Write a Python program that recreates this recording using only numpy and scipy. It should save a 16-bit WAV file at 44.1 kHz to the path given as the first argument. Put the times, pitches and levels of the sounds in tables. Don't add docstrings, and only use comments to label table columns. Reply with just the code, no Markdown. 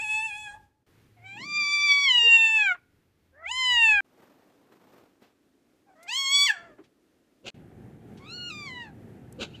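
import sys
import numpy as np
from scipy import signal
from scipy.fft import rfft, irfft, next_fast_len
from scipy.io import wavfile
from scipy.ndimage import uniform_filter1d, map_coordinates

SR = 44100
rng = np.random.default_rng(int(sys.argv[2]) if len(sys.argv) > 2 else 0)


def dump(signal):
    limited = np.clip(np.atleast_2d(signal).T, -1, 1)
    pcm = np.round(limited * 32767).astype(np.int16)
    wavfile.write(sys.argv[1], SR, pcm)


N = 423356
TIME = np.arange(N) / SR

# (start [s], end [s])
SCENES = [(0, .83), (.865, 4.006), (4.045, 7.504), (7.544, 9.6)]
# (frequency [Hz], relative level [dB])
SCRAPE_COLOUR = [(410, -15), (700, -3.5), (1230, -14), (1550, -2.5), (1810, -21), (2590, 2), (3660, -6),
                 (4110, -3.5), (5380, -17.5), (6950, -13), (8870, -30.5), (15000, -43)]
# (frequency [Hz], relative level [dB])
TABLE_AIR = [(15, -59), (25, -27), (176, -15.5), (293, -6), (326, -10), (856, -26), (952, -28.5),
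             (1420, -27.5), (2300, -31), (15000, -43)]


def amp(db):
    return 10 ** (np.asarray(db) / 20)


def unit(x):
    return x / np.sqrt(np.mean(x ** 2) + 1e-20)


def along(points, hz):
    point_hz, values = np.transpose(points)
    return np.interp(np.log(hz + 1), np.log(point_hz), values)


def curves(rows, t=TIME):
    seconds, *columns = np.transpose(rows)
    return [np.interp(t, seconds, column) for column in columns]


def window(start, end, fade, t=TIME):
    return np.clip(1 + np.minimum(t - start, end - t) / fade, 0, 1)


def wobble(rate, size=N):
    points = rng.standard_normal(int(size * rate / SR) + 4)
    return map_coordinates(points, [np.arange(size) * rate / SR])


def filtered(x, response):
    m = next_fast_len(len(x) + 8192)
    spectrum = rfft(x, m) * response(np.fft.rfftfreq(m, 1 / SR))
    return irfft(spectrum, m)[:len(x)]


def noise(colour):
    return unit(filtered(rng.standard_normal(N), lambda hz: amp(along(colour, hz))))


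def cat():
    # (time [s], pitch [Hz], level of harmonics 2 and 3 together [dB], mouth resonance [Hz])
    sofa_call = [(0, 819, -33, 2660), (.027, 890, -33, 2530), (.05, 843.4, -30.5, 2670),
                 (.156, 867, -26, 2700), (.263, 885, -31.5, 2550), (.317, 816, -38, 3140),
                 (.39, 859, -38.5, 3000), (.503, 825.3, -43, 1760), (.55, 850, -54, 1000),
                 (.574, 880, -72, 1000)]
    door_call = [(1.17, 722.7, -72, 2000), (1.215, 698, -67, 2210), (1.262, 763, -44, 2440),
                 (1.361, 822, -45, 2300), (1.459, 1177, -42.5, 2570), (1.58, 1197, -27, 2650),
                 (1.625, 1168, -25.5, 2600), (1.86, 1167, -22, 2600), (1.9, 1150, -19.5, 2725),
                 (2.048, 1128, -22, 2650), (2.112, 997, -18.5, 2650), (2.168, 964, -21, 2740),
                 (2.195, 945.6, -16, 2930), (2.34, 914.7, -15.5, 2900), (2.56, 878, -21.5, 2450),
                 (2.65, 815, -23.5, 2150), (2.722, 712, -23.5, 1650), (2.76, 687, -60, 1550)]
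    near_call = [(3.33, 509, -73, 1792), (3.435, 662, -48.5, 1500), (3.452, 654, -36, 2300),
                 (3.488, 845, -35, 2550), (3.522, 1002, -36.5, 2560), (3.589, 1039, -27.5, 2600),
                 (3.718, 979.7, -22.5, 2506), (3.89, 875, -16, 2480), (4.006, 786.7, -23.5, 1880)]
    table_call = [(5.96, 634, -65.5, 1580), (6.068, 706, -56.5, 1800), (6.089, 837, -34.5, 2540),
                  (6.133, 999, -30.5, 2680), (6.185, 1104, -30, 2950), (6.274, 1079, -29.5, 2720),
                  (6.35, 1128, -21.5, 2940), (6.461, 1142, -22.5, 2910), (6.487, 917, -23.5, 2460),
                  (6.507, 844, -19.5, 1750), (6.525, 791, -45, 1900), (6.58, 683, -54, 1500),
                  (6.66, 683, -56, 1520), (6.74, 610, -68, 1420)]
    mew_call = [(5.87, 800, -80, 1800), (5.895, 793, -72, 1810), (5.94, 720, -72, 1700)]
    sill_call = [(8.2, 1032, -69, 2200), (8.315, 1383, -42, 3600), (8.354, 1444, -43.5, 3770),
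                 (8.49, 1418, -38.5, 3340), (8.518, 1232, -42, 2930), (8.654, 1155, -43, 2580),
                 (8.706, 1015, -42.5, 2334), (8.826, 944, -42, 2260), (8.905, 787, -62.5, 1680)]
    # (frequency [Hz], relative level [dB])
    sofa_throat = [(3300, 9.5), (4300, -7.5), (5800, -13), (6900, -1), (7900, 4), (10000, 12),
                   (12000, -8.5)]
    door_throat = [(3600, 2.5), (4700, 5.5), (5800, -3), (6400, -22.5), (7200, -8.5), (8200, -20),
                   (9000, -25.5), (14500, -20.5)]
    near_throat = [(3200, 7.5), (4100, 0), (5000, 4.5), (5700, -17.5), (6400, -12), (7100, -6.5),
                   (8000, -14), (10500, -8.5), (14500, -27.5)]
    table_throat = [(3200, 4), (4000, -9), (4550, -2), (5500, -11.5), (6800, -10.5), (7900, -8.5),
                    (11500, -15.5)]
    sill_throat = [(3200, 7), (4000, 17), (4900, 1.5), (5700, -7.5), (7200, -6), (8000, -11), (14500, -10)]
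    # (treble of a plain call [dB], brightest pitch [Hz], loss away from that pitch [dB per octave])
    sofa_treble = (-45.5, 868, 39)
    door_treble = (-33.5, 1165, 32.5)
    near_treble = (-35.5, 1007, 61)
    table_treble = (-29.5, 1140, 33)
    mew_treble = (-68, 800, 33)
    sill_treble = (-39.5, 1120, 29)

    sofa = meow(sofa_call, sofa_throat, sofa_treble, fundamental_db=-42.5, jitter=0.0036,
                rasp=0.005, skirt_db=-56.5, hiss_db=-42, middle_db=3.0)
    door = meow(door_call, door_throat, door_treble, fundamental_db=-43.5, jitter=0.0026,
                rasp=0.0046, skirt_db=-55, hiss_db=-40, middle_db=-26.0)
    near = meow(near_call, near_throat, near_treble, fundamental_db=-39.0, jitter=0.0016,
                rasp=0.0039, skirt_db=-51.0, hiss_db=-40, middle_db=-14)
    table = meow(table_call, table_throat, table_treble, fundamental_db=-43.5, jitter=0.0012,
                 rasp=0.0097, skirt_db=-43, hiss_db=-35, middle_db=-4)
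    mew = meow(mew_call, table_throat, mew_treble, fundamental_db=-46.5, jitter=0.004,
               rasp=0.008, skirt_db=-28, hiss_db=-30.5, middle_db=-7)
    sill = meow(sill_call, sill_throat, sill_treble, fundamental_db=-45.0, jitter=0.0014,
                rasp=0.0026, skirt_db=-58, hiss_db=-37.5, middle_db=-12)

    far = room(sofa, walls_db=-9.5, tail_db=-14) + room(door, walls_db=-10.5, tail_db=-33.5)
    late = room(table + mew, walls_db=-12, tail_db=-16.5) + room(sill, walls_db=-9.5, tail_db=-23)
    return far + near + late


def meow(rows, throat, treble, fundamental_db, jitter, rasp, skirt_db, hiss_db, middle_db, count=18):
    # (frequency [Hz], gain [dB])
    treble_step = [(8150, -2), (8500, -20)]
    gate = window(rows[0][0], rows[-1][0], 0.0079)
    on = gate > 0
    size = on.sum()
    pitch, level_db, mouth_hz = curves(rows, TIME[on])
    low_db, bright_db = voice_levels(pitch, level_db, mouth_hz, fundamental_db, treble)
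    pitch = uniform_filter1d(pitch, 400, mode="nearest")

    slide = np.clip(np.abs(np.gradient(np.log(pitch))) * SR / 5, 0, 1)
    weak = np.clip((-42.0 - np.max(low_db, axis=0)) / 12, 0, 1)
    slow_jitter = (jitter + 0.0098 * weak) * (wobble(24, size) + wobble(70, size))
    fast_jitter = (0.0018 + rasp * slide + 0.019 * weak) * wobble(500, size)
    pitch = pitch * (1 + slow_jitter + fast_jitter)
    k = np.arange(1, count + 1)[:, None]
    phase = 2 * np.pi * k * np.cumsum(pitch) / SR

    upper_hz = k[3:] * pitch
    narrow = np.clip((1080 - pitch) / 170, 0, 1)
    middle = middle_db * narrow * np.exp(-((upper_hz - 4950) / 1050) ** 2)
    upper = amp(along(throat, upper_hz) + middle + along(treble_step, upper_hz))
    upper *= upper_hz < SR / 2
    high = np.clip((upper_hz - 3400) / 500, 0, 1)
    upper *= amp(bright_db - 1.0 - 10 * weak) / np.sqrt(np.sum(high * upper ** 2, axis=0))
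    drift_db, drift_rate = 1.5, 14
    upper *= amp(drift_db * np.array([wobble(drift_rate, size) for _ in upper]))

    shimmer = amp(0.5 * np.minimum(k, 5) * np.array([wobble(35, size) for _ in k]))
    creak = amp(3.8 * slide * np.array([wobble(160, size) for _ in k]))
    gains = np.vstack([amp(low_db), upper]) * shimmer * creak

    skirt = np.array([wobble(800, size) * np.cos(p) + wobble(800, size) * np.sin(p) for p in phase])
    creak_db = -12.5
    skirt *= amp(skirt_db) * np.minimum(k, 5) ** 1.3 + amp(creak_db) * weak

    hiss = noise([(1900, -29.0), (2700, -1), (4000, 0.5), (8150, -0.5), (8500, -25.5)])[on]
    hiss = hiss * (1 + 0.54 * np.cos(phase[0])) * amp(2.2 * wobble(22, size))
    hiss_gain = amp(hiss_db - 3.5 + 0.55 * bright_db + 9 * slide - 5.3 * weak)

    voice = np.zeros(N)
    voice[on] = np.sqrt(2) * np.sum(gains * (np.sin(phase) + skirt), axis=0) + hiss_gain * hiss
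    return voice * gate


def voice_levels(pitch, level_db, mouth_hz, fundamental_db, treble):
    mouth_width_hz = 356
    mouth = 1 / (1 + ((np.outer([2, 3], pitch) - mouth_hz) / mouth_width_hz) ** 2)
    second, third = level_db + 20 * np.log10(mouth / np.linalg.norm(mouth, axis=0))

    treble_db, brightest_hz, loss_db = treble
    plain_db = -28.5
    effort_db = level_db - plain_db
    slack_db = loss_db * np.abs(np.log2(pitch / brightest_hz))
    closing_db_per_hz, open_mouth_hz = 0.0043, 2600
    closing_db = closing_db_per_hz * np.maximum(open_mouth_hz - mouth_hz, 0)
    fundamental_grows, treble_grows, fundamental_slack = 0.44, 0.61, 0.25
    first = fundamental_db + fundamental_grows * effort_db + closing_db - fundamental_slack * slack_db
    return [first, second, third], treble_db + treble_grows * effort_db - slack_db


def room(x, walls_db, tail_db, count=8):
    # (frequency [Hz], time to fall by 60 dB [s])
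    ring_times = [(200, 0.89), (2000, 0.37), (14000, 0.25)]
    hz, t, z = signal.stft(rng.standard_normal(SR // 2), SR, nperseg=256)
    fading = z * amp(-60 * t / along(ring_times, hz)[:, None])
    tail = signal.istft(fading, SR, nperseg=256)[1]
    answer = amp(tail_db) * tail / np.linalg.norm(tail)
    delays = (rng.uniform(0.002, 0.022, count) * SR).astype(int)
    answer[delays] += amp(walls_db) * rng.choice([-1, 1], count) / np.sqrt(count)
    answer[0] += 1
    return signal.fftconvolve(x, answer)[:N]


def cloth():
    # (time of the peak [s], level [dB], rise [s], fall [s])
    curtain_strokes = [(1.412, -51.5, 0.11, .26), (1.598, -56.5, .1, 0.15)]
    cloth_strokes = [(4.232, -60.5, 0.31, 0.89), (4.73, -61.5, .1, 0.5), (4.97, -59.5, 0.8, 0.28),
                     (5.225, -61, 0.034, 0.15)]
    fur_strokes = [(9.56, -60, 0.2, 0.22)]
    # (frequency [Hz], relative level [dB])
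    curtain_colour = [(47, -42), (80, -28.5), (173, -2.5), (334, -7.5), (545, -27.5), (650, -15),
                      (840, -42), (1430, -120)]
    cloth_colour = [(59, -39.5), (100, -12), (317, -3), (797, -10), (3460, -26), (10500, -38), (14100, -30),
                    (15000, -38)]
    curtain = rustle(curtain_strokes, curtain_colour, level_db=5)
    fabric = rustle(cloth_strokes, cloth_colour, level_db=3)
    return curtain + fabric + rustle(fur_strokes, SCRAPE_COLOUR, level_db=1)


def rustle(strokes, colour, level_db):
    stroke_db = 22.5
    levels = []
    for s, db, rise, fall in strokes:
        distance = np.maximum((s - TIME) / rise, (TIME - s) / fall)
        levels.append(db - stroke_db * distance)
    clumps = amp(2 * wobble(120))
    return amp(np.max(levels, axis=0) + level_db) * unit(noise(colour) * clumps)


def scuffs():
    # (start [s], end [s], thud level [dB], scrape level [dB])
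    brushes = [(7.457, 7.495, -47, -41), (9.404, 9.441, -36, -34.5)]
    # (frequency [Hz], relative level [dB])
    thud_colour = [(29, -50), (50, -13), (293, -4.5), (372, -7), (548, -6), (714, -35), (1200, -25),
                   (1560, -39), (2640, -120)]
    thud = noise(thud_colour)
    scrape = unit(noise(SCRAPE_COLOUR) * amp(2.8 * wobble(350)))
    out = np.zeros(N)
    for start, end, thud_db, scrape_db in brushes:
        out += amp(thud_db) * thud * window(start, (start + end) / 2, 0.042) ** 2
        out += amp(scrape_db) * scrape * window(start + 0.012, end - 0.008, 0.042) ** 3
    return room(out, walls_db=-9.5, tail_db=-17)


def taps():
    # (time [s], level [dB], centre [Hz], width [octaves], time to fall by 60 dB [s])
    knocks = [(2.742, -37.5, 1289, 0.64, 0.079), (5.222, -59.5, 2300, 0.84, .25),
              (6.028, -47.5, 7100, 0.84, 0.05), (6.561, -54, 139.7, 1.5, 1), (6.687, -48, 360, 0.61, .15),
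              (6.78, -50.5, 880, 0.87, 0.13), (6.789, -36.5, 342, 0.16, 0.11),
              (6.837, -58, 2490, 0.89, 0.11), (8.171, -52.5, 3290, 0.76, 0.1),
              (9.325, -44, 9000, 0.66, 0.017)]
    out = np.zeros(N + SR)
    t = np.arange(SR // 3) / SR
    for s, db, centre_hz, octaves, t60 in knocks:
        def band(hz):
            return np.exp(-0.5 * (np.log2((hz + 1) / centre_hz) / octaves) ** 2)
        burst = unit(filtered(rng.standard_normal(len(t)), band))
        soft_start = 1 - np.exp(-20 * t / t60)
        out[round(s * SR):][:len(t)] += burst * amp(db - 60 * t / t60) * soft_start
    return out[:N]


def squeaks():
    # (time [s], pitch [Hz], level [dB])
    low_squeak = [(2.218, 420, -74.5), (2.232, 440, -37), (2.27, 468, -39), (2.335, 560, -74)]
    high_squeak = [(9.535, 2580, -70), (9.552, 3010, -52), (9.575, 2480, -69), (9.598, 2460, -68)]
    low = tone(low_squeak, level_db=-4, waver=0.007, flutter_db=-4.5)
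    return low + tone(high_squeak, level_db=4, waver=0.03, flutter_db=6)


def drone():
    # (time [s], pitch [Hz], level [dB])
    hum = [(0.87, 110.6, -68), (1.28, 109.7, -56.5), (1.44, 121, -65.5), (2.34, 121, -66.5),
           (3.21, 83.8, -75.5), (3.39, 82.7, -64), (3.52, 68, -59), (4.0, 71.1, -50.5)]
    return tone(hum, level_db=-3, waver=0.046, flutter_db=4.5)


def tone(rows, level_db, waver, flutter_db):
    hz, db = curves(rows)
    phase = 2 * np.pi * np.cumsum(hz * (1 + waver * wobble(73))) / SR
    level = np.sqrt(2) * amp(db + level_db + flutter_db * wobble(25))
    return level * np.sin(phase) * window(rows[0][0], rows[-1][0], 0.0048)


def air():
    # (frequency [Hz], relative level [dB])
    sofa_air = [(15, -45), (25, -16), (109, -7.5), (163, -18), (856, -34), (15000, -48)]
    door_air = [(30, -7.5), (120, 0.5), (220, -5), (360, -4.5), (700, -18.5), (2000, -18.5), (8000, -32),
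                (14000, -31)]
    sill_air = [(15, -55.5), (25, -25.5), (121, 0), (383, -9), (637, -22), (749, -16.5), (1030, -31.5),
                (1720, -29), (4750, -46.5), (12400, -48), (15000, -52)]
    door_db = -62 - 2.5 * TIME
    beds = (amp(-75.5) * noise(sofa_air), amp(door_db) * noise(door_air),
            amp(-67.5) * noise(TABLE_AIR), amp(-48.5) * noise(sill_air))
    floor = sum(bed * window(start, end, 0.0027) for bed, (start, end) in zip(beds, SCENES))
    rumble_db = -61 - 153 * np.maximum(TIME - 0.63, 0)
    rumble = amp(rumble_db) * noise(sofa_air) * window(*SCENES[0], 0.003)
    return floor * amp(1.2 * wobble(8)) + rumble


def scene():
    sources = cat() + cloth() + scuffs() + taps() + squeaks() + drone() + air()
    cuts = np.max([window(start, end, 0.00022) for start, end in SCENES], axis=0)
    return (sources * cuts + amp(-79) * noise(TABLE_AIR))[None]


def record(dry):
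    top_hz = 14900
    return filtered(dry[0], lambda hz: 1 / (1 + (hz / top_hz) ** 80))[None]


dry = scene()
out = record(dry)
dump(out)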